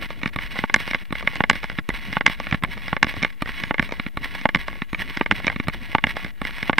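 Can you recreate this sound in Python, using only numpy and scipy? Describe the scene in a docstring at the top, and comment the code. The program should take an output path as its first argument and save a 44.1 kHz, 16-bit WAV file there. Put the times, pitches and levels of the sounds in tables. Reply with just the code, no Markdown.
"""Running on gravel, camera on the body

A runner on a sandy gravel track carries a camera, its two microphones inside a plastic case.
Each footfall jolts the case, one foot with a hard clack and the other with a soft bump. From the
ground below, the heel crunches, the sole rolls and pushes off. Between footfalls the case swings
and knocks on its mount, over the low rumble of the moving body."""
import sys
import numpy as np
from scipy.fft import rfft, irfft, next_fast_len
from scipy.io import wavfile
from scipy.ndimage import map_coordinates

SR = 44100
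rng = np.random.default_rng(int(sys.argv[2]) if len(sys.argv) > 2 else 0)


def transcribe(signal):
    """Save signal, clipped to [-1, 1], as a 16-bit WAV file at the path in sys.argv[1]."""
    frames = np.atleast_2d(signal).T
    limited = np.clip(frames, -1, 1)
    pcm = np.round(limited * 32767).astype(np.int16)
    wavfile.write(sys.argv[1], SR, pcm)


N = 299439


def amp(db):
    """Decibels to gain."""
    return 10 ** (np.asarray(db) / 20)


def unit(x):
    """Scaled to rms 1."""
    return x / np.sqrt(np.mean(x ** 2) + 1e-20)


def along(points, hz):
    """(Hz, value) points joined on a log axis."""
    f, v = np.transpose(points)
    return np.interp(np.log(hz + 1), np.log(f + 1), v)


def wobble(rate):
    """A smooth random curve, rate knots a second."""
    return map_coordinates(rng.standard_normal(int(N * rate / SR) + 4), [np.arange(N) * rate / SR])


def swell(start, hold, rise_db_per_s, fall_db_per_s):
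    """A gain that rises to 1 at start, holds and dies away."""
    t = np.arange(N) / SR - start
    drop_db = rise_db_per_s * np.maximum(-t, 0) + fall_db_per_s * np.maximum(t - hold, 0)
    return amp(-np.minimum(drop_db, 120))


def filtered(x, response):
    """x times a response of frequency."""
    size = next_fast_len(N + SR // 2)
    return irfft(rfft(x, size) * response(np.fft.rfftfreq(size, 1 / SR)), size)[..., :N]


def causal(db):
    """The minimum-phase response with these gains."""
    cepstrum = irfft(np.log(amp(db)))
    half = len(cepstrum) // 2
    cepstrum[1:half] *= 2
    cepstrum[half + 1:] = 0
    return np.exp(rfft(cepstrum))


# The two microphones hear nearly the same. Each row: frequency in Hz, left-right correlation.
MIC_LIKENESS = [(40, 0.71), (110, .99), (300, .99), (2500, .997), (5000, 1), (14000, 1)]

def spread(pair, colour_db):
    """Two unrelated signals coloured and mixed to a partly alike left and right of rms 1."""
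    def response(hz):
        angle = np.arccos(np.clip(along(MIC_LIKENESS, hz), -1, 1)) / 2
        return amp(colour_db(hz)) * [np.cos(angle), np.sin(angle)]
    mid, side = filtered(pair, response)
    return unit(np.array([mid + side, mid - side]))


def noise(spectrum):
    """Stereo noise of rms 1, shaped by (Hz, dB) points."""
    return spread(rng.standard_normal((2, N)), lambda hz: along(spectrum, hz))


# The camera's own noise floor. Each row: frequency in Hz, relative level in dB.
HISS_SPECTRUM = [(300, 23), (2000, 14.5), (5000, 2), (12000, 9.5), (13850, 6), (14210, 22), (14550, 4),
                 (15250, -3), (15450, -30)]

def hiss(level_db=-62):
    """The camera's faint steady hiss, with a thin whine high up."""
    return amp(level_db) * noise(HISS_SPECTRUM)


# Squeaks, barely audible. Each row: start in seconds, length in seconds, pitch in Hz, level in dB.
FAINT_SQUEAKS = [(3.594, 0.12, 3330, -65), (4.89, 0.1, 3300, -65)]

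def squeaks(waver=0.0033, harmonics_db=(0, 0, -6, -8)):
    """Two short thin squeaks, each a slightly wavering tone with overtones."""
    t, out = np.arange(N) / SR, np.zeros(N)
    for start, length, hz, db in FAINT_SQUEAKS:
        phase = 2 * np.pi * np.cumsum(hz * (1 + waver * wobble(150))) / SR
        arch = np.sqrt(np.abs(np.sin(np.pi * np.clip((t - start) / length, 0, 1))))
        tone = sum(amp(level) * np.sin(k * phase) for k, level in enumerate(harmonics_db, 1))
        out += amp(db) * arch * tone
    return out


# Footfalls below the camera, hard and soft foot in turn. Each row: landing in seconds; the case's jolt,
# thump and edge in dB; delay to the heel's bite in seconds; heel, roll and push-off levels in dB;
# delay to lift-off in seconds. Levels are relative.
FOOTFALLS = [(-0.035, -16, 3, 0, 0.066, -26.5, -39, -44, 0.33),
             (0.3606, -1.5, 4.5, 3.5, 0.065, -28, -33.5, -39, 0.3),
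             (0.7417, 1, 0, 20, 0.066, -26.5, -33, -41.5, 0.29),
             (1.1252, -1, 3, 4.5, 0.059, -30.5, -35.5, -38, 0.3),
             (1.4979, 3, -7, 16.5, 0.062, -30.5, -36, -44, 0.3),
             (1.8901, 1, 2, 2, 0.061, -27.5, -34.5, -36, 0.3),
             (2.2632, 3, -15, 11, 0.055, -28.5, -39, -43, 0.33),
             (2.6361, 6, 0, 3.5, 0.086, -30.5, -37, -37, 0.32),
             (3.028, 2.5, -2, 14, 0.063, -28.5, -37.5, -41.5, 0.28),
             (3.4216, 0.5, 5.5, 5.5, 0.06, -31.5, -31.5, -39.5, 0.29),
             (3.795, -5.5, 10.5, 11.5, 0.053, -28, -42, -40.5, 0.29),
             (4.172, -1.5, 4, 3.5, 0.07, -27, -34, -41, 0.29),
             (4.5473, -3, 1.5, 17, 0.056, -30, -40, -44.5, 0.3),
             (4.9304, -4, 3, 2, 0.073, -27, -32.5, -40, 0.31),
             (5.3114, 1.5, -3.5, 3, 0.052, -27, -34, -48.5, 0.35),
             (5.6834, 2, 2.5, 4.5, 0.058, -30.5, -37.5, -39, 0.28),
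             (6.039, -1.5, -2, 1, 0.057, -30, -36.5, -41, 0.27),
             (6.4161, -2.5, 3.5, 2.5, 0.044, -30.5, -33.5, -38, 0.29),
             (6.7826, -0.5, -0.5, 20, 0.055, -26, -35, -37, 0.28)]
# The hard foot, then the soft. Each row: delay to a flat sole in seconds, level of settling grit in dB,
# then the air puff's delay and hold in seconds, relative level in dB and decay in dB per second.
GAIT = [(.126, -59.5, .01, .03, -39.5, 72), (.17, -54.5, 0.022, 0.097, -39, 247)]
# Air right on the case. Each row: frequency in Hz, relative level in dB.
AIR_SPECTRUM = [(10, -27), (22, 4.5), (45, 4), (70, -4.5), (130, -32), (400, -75)]

def air_buffet(gain_db=-3.5, gust_db=1.5, between_puffs_db=-62.5):
    """The case dips at each landing and a puff of air pushes on it."""
    push = amp(between_puffs_db)
    for k, (start, *_) in enumerate(FOOTFALLS):
        _, _, delay, hold, db, decay = GAIT[k % 2]
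        push = push + amp(db) * swell(start + delay, hold, rise_db_per_s=393, fall_db_per_s=decay)
    return push * amp(gain_db + gust_db * wobble(6.5)) * noise(AIR_SPECTRUM)


# The runner's body, heard through the mount. Each row: frequency in Hz, relative level in dB.
BODY_SPECTRUM = [(40, -5), (85, 3.5), (135, -1), (200, 2), (260, 0), (340, -7), (450, -13.5), (700, -13),
                 (1500, -61)]

def body_rumble(landing_db=-36, stance_db=-48, flight_db=-58, lumps_db=4.5):
    """Hard landings shake the case in uneven lumps, which go on more gently while a foot is down."""
    landing = sum(swell(start + 0.0047, hold=0.0051, rise_db_per_s=902, fall_db_per_s=497)
                  for start, *_ in FOOTFALLS[::2])
    stance = sum(swell(start + 0.012, hold=lift - 0.04, rise_db_per_s=600, fall_db_per_s=450)
                 for start, *_, lift in FOOTFALLS)
    shake = amp(flight_db) + amp(landing_db) * landing + amp(stance_db) * stance
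    return shake * amp(lumps_db * wobble(40)) * noise(BODY_SPECTRUM)


def tread_db(rise_s=0.035, rise_db=16, ease_s=0.053, dip_db=8, release_s=0.0083):
    """Crunch level at every step: the heel bites and eases, the sole rolls flat, pushes off and leaves."""
    points = []
    for k, (start, _, _, _, bite, heel_db, roll_db, push_db, lift) in enumerate(FOOTFALLS):
        flat, settle_db, *_ = GAIT[k % 2]
        points += [(start + bite - rise_s, heel_db - rise_db), (start + bite, heel_db),
                   (start + bite + ease_s, roll_db - dip_db), (start + flat, roll_db),
                   (start + lift, push_db), (start + lift + release_s, settle_db)]
    times, db = np.transpose(points)
    return np.interp(np.arange(N) / SR, np.maximum.accumulate(times), db)


# Grit underfoot, heard from up on the body. Each row: frequency in Hz, relative level in dB.
GRIT_SPECTRUM = [(200, -30), (450.0, -14), (750.0, -11), (1300.0, -15), (1750.0, -2.5), (2200.0, 2),
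                 (3000.0, -17), (4000.0, -14), (5200.0, -25.5), (6500.0, -35.5), (7300.0, -36),
                 (9500.0, -30.5), (12000.0, -24), (15000.0, -31)]
# Outside sound reaches the microphones through narrow resonances of the case wall.
# Each row: centre in Hz, width in Hz, lift in dB.
WALL_RESONANCES = [(928, 137, 9), (1117, 116, 14.5), (1403, 150, 10), (1674, 100, 8), (1918, 130, 6),
                   (2025, 96, 4), (2216, 95, 5.5), (2503, 103.0, 7), (2815, 190, 12), (2990, 153, 15),
                   (3366, 176, 16), (3625, 130, 4), (3890, 140, 11), (4360, 175, 9), (4970, 160, 11.5),
                   (5430, 210, 16), (6040, 270, 15), (7970, 379.0, 6), (8500, 380, 14.5),
                   (11200, 286.0, -1)]
# The swinging foot brushes loose grit. Each row: time in seconds, relative level in dB.
FOOT_BRUSHES = [(0.334, -38.5), (0.678, -41), (1.056, -46), (3.328, -43.5), (3.408, -38), (4.895, -42),
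                (5.635, -43)]

def gravel(gain_db=-1, grains_per_s=900, size_db=2, stones_db=2, clump_db=2, uneven_db=1.14):
    """Sand hisses and small stones snap against each other; the case wall rings with both."""
    def colour_db(hz):
        wall_db = sum(db / (1 + (2 * (hz - centre) / width) ** 2)
                      for centre, width, db in WALL_RESONANCES)
        return along(GRIT_SPECTRUM, hz) + wall_db
    snaps = rng.random(N) < grains_per_s / SR
    sizes = amp(size_db * np.minimum(rng.exponential(size=N), 4))
    pebbles = snaps * sizes * rng.standard_normal((2, N))
    grit = rng.standard_normal((2, N)) + amp(stones_db) * unit(pebbles)
    brushes = sum(amp(db) * swell(start, hold=0.00093, rise_db_per_s=3000, fall_db_per_s=1000)
                  for start, db in FOOT_BRUSHES)
    pressure = amp(tread_db()) + brushes
    clumps = amp(gain_db + clump_db * wobble(90) + uneven_db * wobble(25))
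    return pressure * clumps * spread(grit, colour_db)


# The plastic case, ringing right around the microphones. Each row: centre in Hz, width in Hz,
# then strength in dB when struck at the clack, knock, bump and tick spots.
CASE_RESONANCES = [(197, 256.6, 27, 26.5, 27, 19), (264.5, 200.5, 28, 28.5, 28, 20.5),
                   (564, 168, 17, 20, 10, 10), (872, 86, 28.5, 27.5, 13.5, 11.5),
                   (1126, 76.3, 31, 23.5, 19.5, 14), (1466, 130, 28, 19.5, 11, 14),
                   (1687, 158, 33.5, 17.5, 11, 18.5), (1844, 152, 30.5, 19.5, 15.5, 16.5),
                   (2084, 141.5, 33, 20.5, 17, 24.5), (2267, 250, 30, 15, 16, 18.5),
                   (2851, 169, 24, 14, 7.5, 9.5), (3565, 236, 13.5, 11, 5.5, 7),
                   (4005, 94, 7, -6.5, 5.5, 2.5), (5210, 590, -9, 2, -12.5, -5.5),
                   (7700, 4700, -31, -63, -42, -32), (8590, 180, -12, -52, -7, -16),
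                   (12300, 3900, -30, 5, -20.5, -39)]
CLACK, KNOCK, BUMP, TICK = range(4)

def strike_case(blows, spot, gain_db, chatter_t60, soft_hz, detune=0.021, apart_db=-12, lead_in_db=-19):
    """Blows ring one spot. Each: time in seconds, then level, thump, hollow and edge in relative dB."""
    size, lead = 2048, 256  # samples per blow, and how many precede the impact
    lead_in_t60, chatter_share, grip_db = 0.012, 0.4, 0.71
    hz, t = np.fft.rfftfreq(size, 1 / SR), (np.arange(size) - lead) / SR
    centre, width, *spots_db = np.transpose(CASE_RESONANCES)[:, :, None]
    # neighbouring resonances swing in opposite directions, so a blow takes a few cycles to peak
    strength = amp(spots_db[spot]) * (-1) ** np.arange(len(centre))[:, None]
    # a softer contact lasts longer and excites no high resonances
    contact_db = -10 * np.log10(1 + (hz / soft_hz) ** 10)
    out = np.zeros((2, lead + N + size))
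    for start, db, thump_db, hollow_db, edge_db in blows:
        # the grip of the mount shifts the resonances a little from blow to blow
        shifted = centre * (1 + detune * rng.standard_normal())
        grip = amp(grip_db * rng.standard_normal(centre.shape))
        damping = 1j * hz * width
        ring = np.sum(grip * strength * damping / (shifted ** 2 - hz ** 2 + damping), axis=0)
        tone_db = along([(300, thump_db), (520, hollow_db), (1150, hollow_db),
                         (1550, 0.013), (2800, 0.0076), (6000, edge_db)], hz)
        response = ring * causal(contact_db + tone_db)
        # a faint rise of noise softens the attack; the faces chatter briefly after the blow
        white = rng.standard_normal((2, size))
        lead_in = white[0] * (t < 0) * amp(-60 * np.abs(t) / lead_in_t60)
        chatter = white * (t >= 0) * amp(-60 * np.abs(t) / chatter_t60)
        chatter_mid, chatter_side = rfft(chatter / np.linalg.norm(chatter[0]))
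        impact = (t == 0) + amp(lead_in_db) * lead_in / np.linalg.norm(lead_in)
        force = rfft(impact) + chatter_share * chatter_mid
        # short waves reach the two microphones differently
        side = amp(apart_db) * chatter_side * np.minimum(hz / 5000, 1) ** 2
        at = round(start * SR)
        out[:, at:at + size] += amp(db + gain_db) * irfft(response * [force + side, force - side])
    return out[:, lead:lead + N]


def shifting_stones(level_db=-17, scatter_db=2.5, thump_db=4, hollow_db=7, edge_db=4, per_step=3):
    """While a foot is down, a few larger stones shift under it with faint dull clicks."""
    clicks = [(start + lift * rng.random(), level_db + scatter_db * rng.standard_normal())
              for start, *_, lift in FOOTFALLS for _ in range(per_step)]
    blows = [(s, db, thump_db, hollow_db, edge_db) for s, db in clicks if 0 < s < N / SR]
    return strike_case(blows, TICK, gain_db=-0.5, chatter_t60=0.039, soft_hz=10000, detune=0.074)


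# The case drops back on its seat as the hard foot pushes off.
# Each row: time in seconds, relative level in dB, thump in dB.
SEAT_THUDS = [(0.2325, 3.5, -8.5), (0.2584, 4.5, -2), (1.106, -11, 3.5), (1.786, 4, -2), (2.469, -1, -9),
              (2.5254, 7, -0.5), (2.5446, 5, -0.5), (2.624, -7.5, 2.5), (3.2205, -5, 1),
              (3.9971, 3.5, -6.5), (4.0639, -2, -1), (4.819, 4, -2), (5.4444, 0.5, -5), (5.5607, -1.5, -2),
              (5.599, 3.5, -1), (5.671, -5, 4), (5.697, -6, -8)]
# In mid-stance the loaded leg taps the case against its mount.
# Each row: time in seconds, relative level in dB, hollow tone in dB.
MOUNT_TAPS = [(0.104, -12.5, 14.5), (0.5889, 0, -1), (0.8768, -6, 7), (1.226, -15, 15), (1.356, -5.5, 0.5),
              (1.641, -4, 5.5), (2.1275, -2.5, -1), (2.4, -5.5, 8.5), (2.881, -5.5, 0.5), (3.1659, -14, 10),
              (3.6365, -1.5, -2), (3.9219, -6.5, 10), (4.4126, -10.5, -2), (4.682, -6.5, 9.5),
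              (5.1714, 0, -2), (5.468, 3, 3.5), (6.1673, -5, 9), (6.6281, -2, -1)]
# Stray ticks next to the microphones; a broad one has both more thump and more edge.
# Each row: time in seconds, relative level in dB, breadth in dB.
LOOSE_TICKS = [(0.0336, -11.5, 2), (0.0584, -15, 12), (0.2766, -11, 12), (0.3873, -2, -6),
               (0.8028, -7.5, 2), (0.9108, -4, 9.5), (0.933, -0.5, -12), (0.946, 6, -4), (1.153, -4.5, -2),
               (1.274, 7.5, -8), (1.5546, -8, 7), (1.6984, -4.5, 2), (1.792, -7, 6.5), (1.9019, -2.5, -11),
               (2.2596, -6, -4), (2.2805, -4, 4), (2.5112, -8, 6), (2.6468, -2, -13), (3.2274, -1.5, 10.5),
               (3.2324, 3.5, 2), (3.2471, 7, -5), (3.458, -8, 5), (3.491, -5, 2), (3.7817, -2, -13),
               (4.244, -15.5, 9), (4.946, -1, -8), (5.0186, -6, 1.5), (5.4789, 7, -10), (5.4991, -1, -4),
               (6.069, -7, 3), (6.2463, -6.5, 9), (6.4507, -2.5, 5)]

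def case_rattle(thud_hollow_db=-6, thud_edge_db=-6, tap_thump_db=4, tap_edge_db=8,
                tick_thump_db=1, thump_share=0.81, tick_hollow_db=0.1):
    """The loose case thuds on its seat, taps its mount and ticks now and then."""
    thuds = [(s, db, thump, thud_hollow_db, thud_edge_db) for s, db, thump in SEAT_THUDS]
    taps = [(s, db, tap_thump_db, hollow, tap_edge_db) for s, db, hollow in MOUNT_TAPS]
    ticks = [(s, db, tick_thump_db + thump_share * breadth, tick_hollow_db, breadth)
             for s, db, breadth in LOOSE_TICKS]
    return (strike_case(thuds, BUMP, gain_db=-2, chatter_t60=0.029, soft_hz=6360)
            + strike_case(taps, TICK, gain_db=-1.17, chatter_t60=0.026, soft_hz=8300, detune=0.034)
            + strike_case(ticks, TICK, gain_db=-1.64, chatter_t60=0.029, soft_hz=9700, detune=0.056))


# The mount, close up, late in the soft foot's stance. Each row: time in seconds, relative level in dB,
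# delay to the rebound in seconds, its relative level in dB.
MOUNT_SWINGS = [(0.6382, 0.5, 0.059, -2), (1.4048, 5.5, .033, 6), (2.1677, 4, 0.041, 3),
                (2.9286, 2.5, 0.037, 1.5), (3.7083, 2.5, 0.034, -2), (4.4545, 8.5, .0353, 2.5),
                (5.2104, 3, .0503, -1.5), (5.9489, 8, 0.034, -1), (6.6953, 6.5, 0.035, 1)]

def mount_knocks(knock_tone_db=(1, -2, -16), rebound_tone_db=(-1.5, 3, -8)):
    """The mount swings over: a dull knock, then a lighter rebound. Tones are thump, hollow and edge."""
    knocks = [(s, db, *knock_tone_db) for s, db, _, _ in MOUNT_SWINGS]
    rebounds = [(s + delay, db, *rebound_tone_db) for s, _, delay, db in MOUNT_SWINGS]
    return (strike_case(knocks, KNOCK, gain_db=-2, chatter_t60=0.03, soft_hz=3900)
            + strike_case(rebounds, TICK, gain_db=-1.1, chatter_t60=0.04, soft_hz=11300))


# Bounces after a clack, right at the microphones. 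Each row: time in seconds, relative level in dB.
STOP_BOUNCES = [(0.7612, 0), (1.5105, -1), (1.531, -6.5), (2.276, -1), (2.2972, -5), (3.044, 0),
                (3.0676, -7), (3.826, -5), (4.5576, 1), (4.5705, -12.5), (5.321, -2.5), (6.0687, -4)]

def landing_jolts(clack_hollow_db=-2.5, bump_hollow_db=2, bounce_tone_db=(7, 2, 4)):
    """The hard foot slams the case into its stop, where it bounces; the soft foot only bumps it."""
    hard, soft = FOOTFALLS[2::2], FOOTFALLS[1::2]
    clacks = [(s, db, thump, clack_hollow_db, edge) for s, db, thump, edge, *_ in hard]
    bumps = [(s, db, thump, bump_hollow_db, edge) for s, db, thump, edge, *_ in soft]
    bounces = [(s, db, *bounce_tone_db) for s, db in STOP_BOUNCES]
    return (strike_case(clacks, CLACK, gain_db=-0.5, chatter_t60=0.021, soft_hz=7030,
                        lead_in_db=-22, apart_db=-8.5)
            + strike_case(bounces, TICK, gain_db=-1, chatter_t60=0.02, soft_hz=13000)
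            + strike_case(bumps, BUMP, gain_db=-1.5, chatter_t60=0.027, soft_hz=14000))


# Balance of the microphone pair. Each row: frequency in Hz, left minus right in dB.
MIC_BALANCE = [(40, -1), (110, -3), (300, -3), (3000, -3), (5000, -2), (7000, -0.5), (14000, 0)]

def scene():
    """All sources from inside the case, a little stronger on the right microphone."""
    case = landing_jolts() + mount_knocks() + case_rattle()
    ground = shifting_stones() + gravel()
    background = body_rumble() + air_buffet() + squeaks() + hiss()
    balance = lambda hz: amp(np.outer([0.5, -0.5], along(MIC_BALANCE, hz)))
    return filtered(case + ground + background, balance)


def record(dry):
    """Each channel sits slightly off zero, the hardest clacks flatten; nothing sounds above 16 kHz."""
    offset, knee, top_hz = np.array([[-0.0247], [0.0128]]), 6, 15900
    clipped = dry / (1 + np.abs(dry) ** knee) ** (1 / knee)
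    return offset + filtered(clipped, lambda hz: hz < top_hz)


dry = scene()
out = record(dry)
transcribe(out)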